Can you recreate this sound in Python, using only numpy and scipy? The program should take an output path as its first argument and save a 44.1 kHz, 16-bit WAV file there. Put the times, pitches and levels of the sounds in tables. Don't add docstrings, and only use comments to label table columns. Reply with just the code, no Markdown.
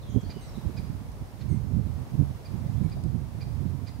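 import sys
import numpy as np
from scipy import signal
from scipy.fft import rfft, irfft, next_fast_len
from scipy.io import wavfile
from scipy.ndimage import uniform_filter1d, map_coordinates

SR = 44100
rng = np.random.default_rng(int(sys.argv[2]) if len(sys.argv) > 2 else 0)


def digitize_waveform(pressure):
    field = np.atleast_2d(pressure).T
    bounded = np.clip(field, -1, 1)
    quanta = np.round(bounded * 32767).astype(np.int16)
    wavfile.write(sys.argv[1], SR, quanta)


N = 176400


def amp(db):
    return 10 ** (np.asarray(db) / 20)


def unit(x):
    return x / np.sqrt(np.mean(x ** 2) + 1e-20)


def along(points, hz):
    knots_hz, values = np.transpose(points)
    return np.interp(np.log(hz + 1), np.log(knots_hz + 1), values)


def wobble(knots_per_s):
    knots = rng.standard_normal(int(N * knots_per_s / SR) + 4)
    return map_coordinates(knots, [np.arange(N) * knots_per_s / SR])


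def filtered(x, response):
    size = next_fast_len(N + SR // 2)
    return irfft(rfft(x, size) * response(np.fft.rfftfreq(size, 1 / SR)), size)[..., :N]


def noise(spectrum):
    return unit(filtered(rng.standard_normal(N), lambda hz: amp(along(spectrum, hz))))


def add(track, start_s, sound):
    part = track[max(0, round(start_s * SR)):][:len(sound)]
    part += sound[:len(part)]


def progress(length_s):
    return np.linspace(0, 1, max(8, int(length_s * SR)))


def note(pitch_hz, partials, jitter, jitter_per_s, swell_power):
    n = len(pitch_hz)
    trembling_hz = pitch_hz * (1 + jitter * wobble(jitter_per_s)[:n])
    phase = 2 * np.pi * np.cumsum(trembling_hz) / SR
    swell = np.abs(np.sin(np.pi * np.arange(n) / n)) ** swell_power
    return swell * sum(amp(db) * np.sin(harmonic * phase) for harmonic, db in partials)


def buffet(gusts, spectrum, split_hz=199, small_swing=1.225):
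    times_s, gust_db = np.transpose(gusts)
    level_db = np.interp(np.arange(N) / SR, times_s, gust_db)
    rumble = noise(spectrum)
    local_power = np.abs(uniform_filter1d(rumble ** 2, size=2600))
    rumble = rumble / np.sqrt(local_power + 0.0067)
    large = filtered(rumble, lambda hz: 1 / (1 + (hz / split_hz) ** 4))
    swing_db = level_db - level_db.mean() + 1.6 * wobble(45)
    small = (rumble - large) * amp(small_swing * swing_db + 3.15 * wobble(70) - 0.5)
    return amp(level_db.mean()) * (large * amp(swing_db) + small)


# (time [s], relative level [dB])
RIGHT_GUSTS = [(0.0, -41.5), (0.08, -45), (0.17, -25.5), (0.22, -54), (0.24, -39.5), (0.44, -48),
               (0.59, -38), (0.61, -50), (0.67, -26.5), (0.72, -41), (0.78, -35), (1.19, -45),
               (1.22, -36.5), (1.28, -51), (1.54, -27.5), (1.66, -35.5), (1.74, -26.5), (1.97, -35.5),
               (2.02, -33), (2.07, -47.5), (2.21, -24), (2.44, -49), (2.53, -35.5), (2.86, -28.5),
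               (2.91, -38), (3.14, -30), (3.29, -40), (3.66, -30), (3.97, -43.5), (4.0, -33)]
LEFT_GUSTS = [(0, -50), (.04, -37.5), (.15, -51), (.28, -39.5), (.38, -47), (.48, -38.5), (.6, -46),
              (1.15, -41.5), (1.24, -38.5), (1.33, -47), (2.12, -43.5), (2.24, -39), (2.45, -47.5),
              (2.68, -38), (2.78, -49.5), (2.97, -36), (3.1, -47), (3.5, -41.5), (3.7, -58), (4, -46)]
# (frequency [Hz], relative density [dB])
RIGHT_SPECTRUM = [(20, -43), (40, -13), (69, 1), (125, 2), (180, -6.5), (240, -12), (310, -21.5),
                  (600, -41.5), (900, -60), (3000, -85)]
LEFT_SPECTRUM = [(20, -27), (50, 0), (90, -8.5), (160, -14.5), (300, -27), (700, -28), (2000, -90)]


def wind(right_gain_db=6, leak_db=-30):
    right = amp(right_gain_db) * buffet(RIGHT_GUSTS, RIGHT_SPECTRUM) + puffs()
    left = buffet(LEFT_GUSTS, LEFT_SPECTRUM) + amp(leak_db) * right
    return np.array([left, right])


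# (frequency [Hz], relative density [dB])
WASH_SPECTRUM = [(25, -26), (60, -10.5), (120, -2), (250, 3), (450, 0), (700, -2), (1000, -3),
                 (1600, -11.5), (2200, -12.5), (3000, -16.5), (5500, -18), (7400, -22.5), (9500, -21),
                 (15500, -24)]
# (frequency [Hz], left-right correlation [-1..1])
WASH_CORRELATION = [(100, 1), (450, .75), (900, 0.43), (1300, 0.12), (1700, 0.057), (2300, -0.21),
                    (3300, -0.019), (4500, -0.025), (7000, 0.19), (14000, -0.044)]


def wash(level_db=-51, drift_db=0.67, pan_db=0.8):
    def mid_side_gains(hz):
        angle = np.arccos(along(WASH_CORRELATION, hz)) / 2
        return np.array([np.cos(angle), np.sin(angle)])

    mid, side = filtered(np.array([noise(WASH_SPECTRUM), noise(WASH_SPECTRUM)]), mid_side_gains)
    stereo = unit(np.array([mid + side, mid - side]))
    return amp(level_db + drift_db * wobble(2.91)) * stereo * amp([[-pan_db], [pan_db]])


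# (start [s], length [s], start pitch [Hz], middle pitch [Hz], end pitch [Hz], relative level [dB])
SONG_WHISTLES = [(0.016, 0.023, 4250, 3800, 3540, -60.5), (.05, .19, 3380, 3214, 3350, -67),
                 (0.088, 0.033, 6850, 6400, 5760, -62), (0.204, 0.017, 7560, 6600, 5000, -63),
                 (0.227, 0.024, 4780, 4480, 4600, -61.5), (0.321, 0.077, 3030, 2950, 2820, -65.5),
                 (0.413, 0.031, 3910, 4130, 5000, -61.5), (0.469, 0.0344, 5800, 5380, 5210, -63),
                 (0.54, 0.032, 3940, 3750, 4000, -63), (2.73, .14, 3000, 3800, 4200, -73),
                 (2.85, 0.1, 3000, 3600, 4000, -75)]


def songbird():
    out = np.zeros(N)
    for start_s, length_s, start_hz, middle_hz, end_hz, db in SONG_WHISTLES:
        parabola = np.polyfit([0, .5, 1], [start_hz, middle_hz, end_hz], 2)
        pitch_hz = np.polyval(parabola, progress(length_s))
        whistle = note(pitch_hz, [(1, 0)], jitter=0.035, jitter_per_s=800, swell_power=0.2)
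        add(out, start_s, amp(db) * whistle)
    return out


# (centre [s], half length [s], relative level [dB], upper corner [Hz])
EDDY_PUFFS = [(.098, .014, -27, 333), (.167, .036, -19.5, 540), (0.238, .016, -28.5, 310),
              (0.27, .016, -26, 246), (0.369, .012, -29, 410), (.58, 0.0115, -26.5, 405),
              (0.699, .02, -28, 368), (.795, 0.021, -24.5, 196), (0.903, .02, -26, 340),
              (1.525, .04, -18.5, 280), (1.772, 0.0077, -18.5, 260), (2.147, 0.019, -25.5, 328),
              (2.212, .03, -18, 350), (2.541, 0.026, -25.5, 340), (2.829, 0.0265, -31, 310),
              (3.06, .025, -22.5, 314)]


def puffs(bass_corner_hz=95.3, top_order=4.9, gain_db=-4):
    out, size = np.zeros(N), 8192
    hz = np.fft.rfftfreq(size, 1 / SR)
    bass_hump = (hz / bass_corner_hz) ** 2 / (1 + (hz / bass_corner_hz) ** 3.3)
    for centre_s, half_s, db, top_hz in EDDY_PUFFS:
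        n = int(2 * half_s * SR)
        colour = bass_hump / (1 + (hz / top_hz) ** top_order)
        eddy = irfft(rfft(rng.standard_normal(size)) * colour)[:n] * np.hanning(n)
        add(out, centre_s - half_s, amp(db + gain_db) * unit(eddy))
    return out


# (centre [s], length [s], top pitch [Hz], relative level [dB],
# fundamental re octave [dB], rasp re octave [dB])
GREBE_KEKS = [(0.31, 0.029, 2428, -48.5, -7.5, -7), (.781, .028, 2469, -49, -2.5, -8),
              (1.415, .026, 2150, -58.5, -11, 1.5), (2.462, .028, 2423, -53, -6, -11),
              (2.927, .026, 2450, -53.5, -4, -9.5), (3.421, .031, 2422, -50, -2.5, -10),
              (3.882, .030, 2435, -50.5, -8.5, -6.5)]
# (frequency [Hz], relative density [dB])
RASP_SPECTRUM = [(1300, -8), (2100, -0.5), (3000, -10), (4200, -3), (5300, -9), (7000, -14.5), (10000, -35)]


def grebes(peak_at=0.367, pitch_drop=0.276, arch_flatness=2.85, third_db=-26, rasp_stretch=1.7):
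    out = np.zeros(N)
    air = noise(RASP_SPECTRUM)
    for centre_s, length_s, top_hz, db, fundamental_db, rasp_db in GREBE_KEKS:
        u = progress(length_s)
        from_peak = np.where(u < peak_at, (peak_at - u) / peak_at, (u - peak_at) / (1 - peak_at))
        pitch_hz = top_hz * (1 - pitch_drop * from_peak ** arch_flatness)
        partials = [(1, fundamental_db), (2, 0), (3, third_db)]
        kek = note(pitch_hz, partials, jitter=0.01, jitter_per_s=1140, swell_power=0.67)
        add(out, centre_s - length_s / 2, amp(db) * kek)
        n = int(len(u) * rasp_stretch)
        rasp = np.sqrt(np.hanning(n)) * air[round(centre_s * SR):][:n]
        add(out, centre_s - length_s * rasp_stretch / 2, amp(db + rasp_db) * rasp)
    return out


# (start [s], length [s], start pitch [Hz], sag [fraction], relative level [dB],
# overtone gain [dB])
NASAL_NOTES = [(0.406, 0.082, 2136, 0.039, -65, 1), (1.486, 0.089, 2270, 0.076, -67, 2.5),
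               (2.831, 0.044, 2288, 0.027, -64, -6)]
# (harmonic [number], relative level [dB])
NASAL_OVERTONES = [(2, -10), (3, -3), (4, 0.5)]


def nasal_bird(fade_db=8.5):
    out = np.zeros(N)
    for start_s, length_s, start_hz, sag, db, overtone_db in NASAL_NOTES:
        u = progress(length_s)
        pitch_hz = start_hz * (1 - sag * np.sin(np.pi * u * .85))
        partials = [(1, 0)] + [(harmonic, level + overtone_db) for harmonic, level in NASAL_OVERTONES]
        buzz = note(pitch_hz, partials, jitter=0.0304, jitter_per_s=830, swell_power=0.25)
        add(out, start_s, amp(db + fade_db * (.5 - u)) * buzz)
    return out


# (time [s], level [dB])
NEAR_TICKS = [(1.118, -52.5), (2.898, -52), (3.038, -49)]
# (frequency [Hz], relative density [dB])
TICK_SPECTRUM = [(2000, -32), (4500, 3), (5600, -1), (7300, -6), (9200, 6), (11000, -39), (15000, -36)]


def ticks(t60_s=.018):
    out = np.zeros((2, N))
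    t = np.arange(SR // 20) / SR
    for start_s, db in NEAR_TICKS:
        for channel in out:
            add(channel, start_s, amp(db - 60 * t / t60_s) * noise(TICK_SPECTRUM)[:len(t)])
    return out


# (frequency [Hz], T60 [s])
BANK_T60 = [(500, 0.33), (3000, 0.58), (5000, 0.75), (10000, 0.1)]


def bank(call, tail_db, echo_s=(.014, .0161), echo_db=-11, pan_db=2.75):
    bands_hz, t, bands = signal.stft(rng.standard_normal((2, SR)), SR, nperseg=256)
    decay = amp(-60 * t / along(BANK_T60, bands_hz)[:, None])
    impulse = signal.istft(bands * decay, SR, nperseg=256)[1]
    tail = signal.fftconvolve(call[None], impulse / np.linalg.norm(impulse[0]), axes=1)[:, :N]
    echo = filtered(call, lambda hz: np.exp(-2j * np.pi * np.outer(echo_s, hz)))
    return (call + amp(echo_db) * echo) * amp([[-pan_db], [pan_db]]) + amp(tail_db) * tail


def scene():
    birds = bank(grebes(), tail_db=-8.5) + bank(nasal_bird(), tail_db=-3) + bank(songbird(), tail_db=3)
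    return birds + ticks() + wash() + wind()


BAND_LIMIT_HZ = 15720


def record(dry):
    return filtered(dry, lambda hz: hz < BAND_LIMIT_HZ)


dry = scene()
out = record(dry)
digitize_waveform(out)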